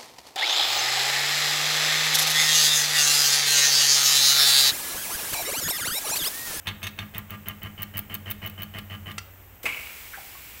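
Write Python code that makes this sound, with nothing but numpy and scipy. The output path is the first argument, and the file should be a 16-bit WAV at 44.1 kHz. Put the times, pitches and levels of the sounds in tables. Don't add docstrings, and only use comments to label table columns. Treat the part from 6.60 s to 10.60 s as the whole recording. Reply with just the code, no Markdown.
import sys
import numpy as np
from scipy import signal
from scipy.fft import rfft, irfft, next_fast_len
from scipy.io import wavfile
from scipy.ndimage import map_coordinates

SR = 44100
rng = np.random.default_rng(int(sys.argv[2]) if len(sys.argv) > 2 else 0)


def master_out(mix):
    frames = np.transpose(np.atleast_2d(mix))
    ceiling = np.clip(frames, -1, 1)
    pcm = np.round(ceiling * 32767).astype(np.int16)
    wavfile.write(sys.argv[1], SR, pcm)


N = 176400

# (frequency [Hz], relative level [dB])
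SHOP_EQ = [(20, -5), (65, 13.5), (150, -1), (2800, -8.5), (4400, -22), (8000, -15), (10000, -22.5),
           (14500, -13.5), (15650, -0.5), (15880, -75)]
WHINE_EQ = [(12800, -42), (13150, 12), (13500, -2), (13800, -60)]
# (frequency [Hz], level [dB])
WHISTLES = [(13496, -64)]
SHOP_DB, WHINE_DB, DRIVE_HZ, DRIVE_DB = -51, -61, 94, -54

FIRST_WELD_S, WELD_PERIOD_S, HALF_CYCLE_S = .0575, .16, .01
WELD_COUNT, KICKS_PER_WELD = 16, 6
WELD_STARTS_S = FIRST_WELD_S + WELD_PERIOD_S * np.arange(WELD_COUNT)
# (frequency [Hz], level
# [dB], peak time [s], rise [s], fall [s])
HUM_SWELLS = [(99, -34.5, .0325, .019, .036), (94, -42, .119, .026, .05), (197, -43, .0213, .011, .026),
              (207, -42, .0725, .02, .058)]
# (frequency [Hz], level per kick [dB], t60 [s], signed gain of every second kick [ratio])
FRAME_MODES = [(155.8, -61.5, 0.65, -0.83), (307.4, -63.5, 0.35, 0.78), (1198, -54, .16, 1),
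               (1651, -54, 0.14, -0.79), (2167, -56.5, .08, -1.3), (2213, -54.5, 0.092, 1)]
HUM_SCATTER_DB, HUM_ROUGHNESS, FRAME_SCATTER_DB = .7, .18, 1.2
# (frequency [Hz], relative level [dB])
BUZZ_EQ = [(50, 3), (220, 3), (450, -4.5), (750, -1), (950, -4), (1150, 2), (1500, -1), (2120, 4.5),
           (2380, -1.5), (2900, 4.5), (3400, -10), (5000, -19), (9000, -24), (15500, -14), (16500, -50)]
BUZZ_DB, BUZZ_FALL_S, HEAT_RISE_S, COLD_GAIN = -39, .0079, .0095, .89
# (time [s], relative level [dB])
SING_GROWTH = [(.6, -8.5), (1.05, 0)]
SING_HZ, SING_SCATTER_HZ, SING_DB, SING_PEAK_S = 3015, 16, -38, .0039

# (time [s], level before trim [dB], hold [s], treble against body [dB])
RASPS = [(0.07, -26.5, 0.016, -12), (0.2284, -36, 0.019, -1), (0.2676, -30, 0.0063, -4.5),
         (0.3873, -32.5, 0.0046, -11), (0.546, -42, .007, -6)]
# (frequency [Hz], relative level [dB])
RASP_BODY_EQ = [(200, -26), (1100, -5), (3700, 1), (4500, -17.5), (8000, -48)]
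RASP_EDGE_EQ = [(2500, -21), (4200, 0), (6400, 6), (7200, -2), (15500, 6), (16500, -40)]
RASP_T60_S, RASP_TRIM_DB = .051, -3
# (time [s], sizzle level [dB], crack level before trim [dB])
SPITS = [(0.5821, -21.5, -41), (0.7063, -27, -44.5), (0.885, -18, -41), (1.033, -29.5, -46),
         (1.2222, -22.5, -42), (1.231, -19, -36.5), (1.372, -21, -39), (1.3794, -18.5, -38),
         (1.392, -19, -41), (1.543, -20.5, -36.5), (1.5511, -24, -36.5), (1.7038, -23.5, -49),
         (1.712, -21, -36.5), (1.718, -26, -42), (1.8638, -26, -48), (1.875, -29, -47),
         (1.8984, -33, -45.5), (2.0218, -26, -40.5), (2.0334, -27, -43), (2.186, -54, -36),
         (2.516, -57, -44)]
# (frequency [Hz], relative level [dB])
SIZZLE_EQ = [(3000, -33), (9000, -13.5), (14000, 7.5), (15700, 12.5), (17000, -70)]
CRACK_EQ = [(300, -19), (2600, 2.5), (6000, -11), (16000, -4.5)]
SPIT_LEAD_S, SIZZLE_T60_S, CRACK_T60_S, CRACK_TRIM_DB = .00085, .012, .022, 3.5
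# (frequency [Hz], boost [dB])
PART_PEAKS = [(1720, 8.2), (2210, 11.3), (2600, 12), (3170, 9.1), (3620, 13), (4400, 10), (6400, 12),
              (8060, 10.6), (9040, 11)]

# (frequency [Hz], relative level [dB])
SNAP_EQ = [(300, -22), (1400, 2.5), (8000, -4), (16000, -21)]
# (frequency [Hz], relative level [dB], t60 [s])
VALVE_MODES = [(1380, 0, .035), (2046, -1.5, 0.067), (2670, 1.5, 0.057), (2750, -21, .25),
               (4570, -8, 0.069), (5640, -11.5, 0.073), (7700, -5, 0.063)]
VALVE_S, SNAP_DB, VALVE_RING_DB = 2.581, -31, -32.5
# (time [s], level [dB], t60 [s], centre [Hz], roll-off each side [dB per quarter octave])
KNOCKS = [(2.649, -50.5, 0.26, 555, 49), (3.0433, -35, 0.049, 400, 5), (3.533, -38, 0.16, 1590, 6.5),
          (3.574, -43, 0.18, 760, 9)]

# (frequency [Hz], relative level [dB])
BLAST_EQ = [(120, -11.5), (800, -5), (1800, -6), (2400, 6.5), (3800, -15), (10300, -20), (15700, -20),
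            (15900, -70)]
EXHAUST_EQ = [(550, -16), (1400, -10), (1850, -13.5), (2200, 0.5), (2850, -2), (3150, -11.5), (4200, -25.5),
              (15700, -36), (15900, -62)]
HISS_EQ = [(200, -25), (700, -6.5), (2550, 5), (3700, -1), (8000, -4), (10000, -5.5), (15700, 6),
           (15850, -44)]
# (frequency [Hz], boost [dB])
PORT_PEAKS = [(2230, 4.4), (7300, 3.7), (7850, 6.2), (9020, 4.5), (11200, 3.2), (13200, 3.4)]
VENT_S, BLAST_S, BLAST_HOLD_S, EXHAUST_T60_S = 3.0305, 3.054, .014, .86
PUFF_DB, BLAST_DB, EXHAUST_DB, HISS_DB, HISS_SAG_DB_PER_S = -39, -26.5, -33, -43, 3.5
# (frequency [Hz], level [dB], t60 [s])
CLINK_MODES = [(1110, -42, .08)]
CLINK_S = 3.752

# (frequency [Hz], t60 [s])
NEAR_DECAY = [(3000, 0.037), (15000, 0.012)]
HALL_DECAY = [(100, 1), (3000, 0.44), (15000, 0.098)]
TOP_HZ = 17000


def amp(db):
    return 10 ** (np.asarray(db) / 20)


def unit(x):
    return x / np.sqrt(np.mean(x ** 2) + 1e-20)


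def clock(samples=N):
    return np.arange(samples) / SR


def along(points, hz):
    freqs, values = np.transpose(points)
    return np.interp(np.log(hz + 1), np.log(np.sort(freqs) + 1), values)


def filtered(x, response):
    size = next_fast_len(N + SR // 2)
    return irfft(rfft(x, size) * response(np.fft.rfftfreq(size, 1 / SR)), size)[:N]


def noise(eq, repeat=0):
    fresh = rng.standard_normal(N)
    loop = np.resize(rng.standard_normal(round(WELD_PERIOD_S * SR)), N)
    white = np.sqrt(1 - repeat) * fresh + np.sqrt(repeat) * loop
    return unit(filtered(white, lambda hz: amp(along(eq, hz))))


def wobble(rate):
    return map_coordinates(rng.standard_normal(int(N * rate / SR) + 4), [clock() * rate])


def add(track, s, sound):
    part = track[max(round(s * SR), 0):][:len(sound)]
    part += sound[:len(part)]


def bursts(rows, attack):
    out = np.zeros(N)
    for s, db, hold, t60 in rows:
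        t = clock(int((hold + 2 * t60) * SR))
        add(out, s, np.minimum(t / attack, 1) * amp(db - 60 * np.maximum(t - hold, 0) / t60))
    return out


def ringing(modes, samples=SR // 4):
    t = clock(samples)
    return sum(amp(db - 60 * t / t60) * np.sin(2 * np.pi * hz * t) for hz, db, t60 in modes)


def resonate(x, peaks, width_hz):
    def response(f):
        damping = 1j * f * width_hz
        return 1 + sum((amp(db) - 1) * damping / (hz * hz - f * f + damping) for hz, db in peaks)
    return filtered(x, response)


def reverb(x, decay):
    hz, t, spectrum = signal.stft(rng.standard_normal(SR // 2), SR, nperseg=256)
    tail = signal.istft(spectrum * amp(-60 * t / along(decay, hz)[:, None]), SR, nperseg=256)[1]
    wet = signal.fftconvolve(x, tail / np.linalg.norm(tail))
    return np.pad(wet, (128, 0))[:N]


def workshop():
    def tone(hz, db):
        return amp(db) * np.sqrt(2) * np.sin(2 * np.pi * hz * clock() + wobble(6))
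    drive = tone(DRIVE_HZ, DRIVE_DB) * np.clip((VENT_S - clock()) * 10, 0, 1)
    whine = amp(WHINE_DB + .99 * wobble(7.4)) * noise(WHINE_EQ)
    whistle = sum(tone(hz, db) for hz, db in WHISTLES)
    rumble = amp(SHOP_DB + .12 * wobble(5.3)) * noise(SHOP_EQ)
    return rumble + drive + whine + whistle


def weld_hum():
    t, out = clock(SR // 4), np.zeros(N)
    fade_in = np.minimum(t / HALF_CYCLE_S, 1)
    for s in WELD_STARTS_S:
        for hz, db, peak, rise, fall in HUM_SWELLS:
            from_peak = t - peak
            swell = fade_in * np.exp(-(from_peak / np.where(from_peak < 0, rise, fall)) ** 2)
            gain = amp(db + rng.normal(0, HUM_SCATTER_DB))
            add(out, s, gain * swell * np.cos(2 * np.pi * hz * from_peak))
    return out * (1 + HUM_ROUGHNESS * wobble(170))


def kicks(weld_db, second_gain=1):
    out = np.zeros(N)
    for s, db in zip(WELD_STARTS_S, weld_db):
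        for k in range(KICKS_PER_WELD):
            gain = second_gain if k % 2 else 1
            out[round((s + k * HALF_CYCLE_S) * SR)] = gain * amp(db + rng.normal(0, .37))
    return out


def frame_ring():
    out = np.zeros(N)
    for hz, db, t60, second_gain in FRAME_MODES:
        force = kicks(rng.normal(0, FRAME_SCATTER_DB, WELD_COUNT), second_gain)
        out += signal.fftconvolve(force, ringing([(hz, db, t60)], SR // 2))[:N]
    return out


def part_buzz():
    t = clock(SR // 10)
    weld_age = (clock() - FIRST_WELD_S) % WELD_PERIOD_S
    heat = 1 - (1 - COLD_GAIN) * np.exp(-weld_age / HEAT_RISE_S)
    pulse = np.exp(-t / BUZZ_FALL_S) * (1 - np.exp(-t / .0011))
    rattle = signal.fftconvolve(kicks(rng.normal(0, .85, WELD_COUNT)), pulse)[:N]
    return amp(BUZZ_DB) * heat * rattle * noise(BUZZ_EQ, repeat=.57)


def electrode_song():
    t, out = clock(SR // 50), np.zeros(N)
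    age = t / SING_PEAK_S
    swell = age ** 2 * np.exp(1 - age ** 2)
    force = kicks(np.interp(WELD_STARTS_S, *np.transpose(SING_GROWTH)))
    for i in np.flatnonzero(force):
        hz = SING_HZ + SING_SCATTER_HZ * rng.standard_normal()
        add(out, i / SR, force[i] * swell * np.sin(2 * np.pi * (hz * t + rng.random())))
    return amp(SING_DB) * out


def wheel_rasp():
    body_hits = [(s, db, hold, RASP_T60_S) for s, db, hold, _ in RASPS]
    edge_hits = [(s, db + treble, hold, RASP_T60_S) for s, db, hold, treble in RASPS]
    body = bursts(body_hits, attack=.0011) * noise(RASP_BODY_EQ)
    edge = bursts(edge_hits, attack=.0011) * noise(RASP_EDGE_EQ)
    grain = unit(amp(4.5 * wobble(500)))
    return resonate(amp(RASP_TRIM_DB) * (body + edge) * grain, PART_PEAKS, width_hz=52)


def seam_spits():
    sizzle_hits = [(s - SPIT_LEAD_S, db, .0007, SIZZLE_T60_S) for s, db, _ in SPITS]
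    crack_hits = [(s - SPIT_LEAD_S, db + CRACK_TRIM_DB, .001, CRACK_T60_S) for s, _, db in SPITS]
    sizzle = bursts(sizzle_hits, attack=.00089) * noise(SIZZLE_EQ)
    crack = bursts(crack_hits, attack=.00097) * noise(CRACK_EQ)
    return sizzle + resonate(crack, PART_PEAKS, width_hz=52)


def valve_click():
    out = bursts([(VALVE_S, SNAP_DB, .004, .03)], attack=.00016) * noise(SNAP_EQ)
    add(out, VALVE_S, amp(VALVE_RING_DB) * ringing(VALVE_MODES))
    return out


def head_knocks():
    out = np.zeros(N)
    for s, db, t60, hz, roll_off in KNOCKS:
        skirt_db = -16 * roll_off
        band = [(hz / 16, skirt_db), (hz, 0), (hz * 16, skirt_db)]
        out += bursts([(s, db, .006, t60)], attack=.00078) * noise(band)
    return out


def air_vent():
    t = clock() - VENT_S
    blast = bursts([(BLAST_S, BLAST_DB, BLAST_HOLD_S, .07)], attack=.0016) * noise(BLAST_EQ)
    pressure = bursts([(BLAST_S, EXHAUST_DB, .005, EXHAUST_T60_S)], attack=.0022)
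    exhaust = pressure * amp(2.6 * wobble(150)) * noise(EXHAUST_EQ)
    puff = bursts([(VENT_S, PUFF_DB, .004, .05)], attack=.00065)
    flow = np.clip(t / .018, 0, 1) * amp(HISS_DB - HISS_SAG_DB_PER_S * t)
    return resonate(blast + exhaust + (puff + flow) * noise(HISS_EQ), PORT_PEAKS, width_hz=270)


def loose_clink():
    out = np.zeros(N)
    add(out, CLINK_S, ringing(CLINK_MODES))
    return out


def scene():
    ticks = seam_spits() + wheel_rasp() + valve_click()
    rattle = part_buzz() + electrode_song()
    vent = air_vent() + head_knocks() + loose_clink()
    near = reverb(amp(-12) * ticks + amp(-10.5) * rattle, NEAR_DECAY)
    hall = reverb(amp(-14) * ticks + amp(-11.5) * rattle + amp(-12.5) * vent, HALL_DECAY)
    mix = weld_hum() + frame_ring() + ticks + rattle + vent + near + hall + workshop()
    return np.tile(mix, (2, 1))


def record(dry):
    return np.array([filtered(x, lambda hz: hz < TOP_HZ) for x in dry])


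dry = scene()
out = record(dry)
master_out(out)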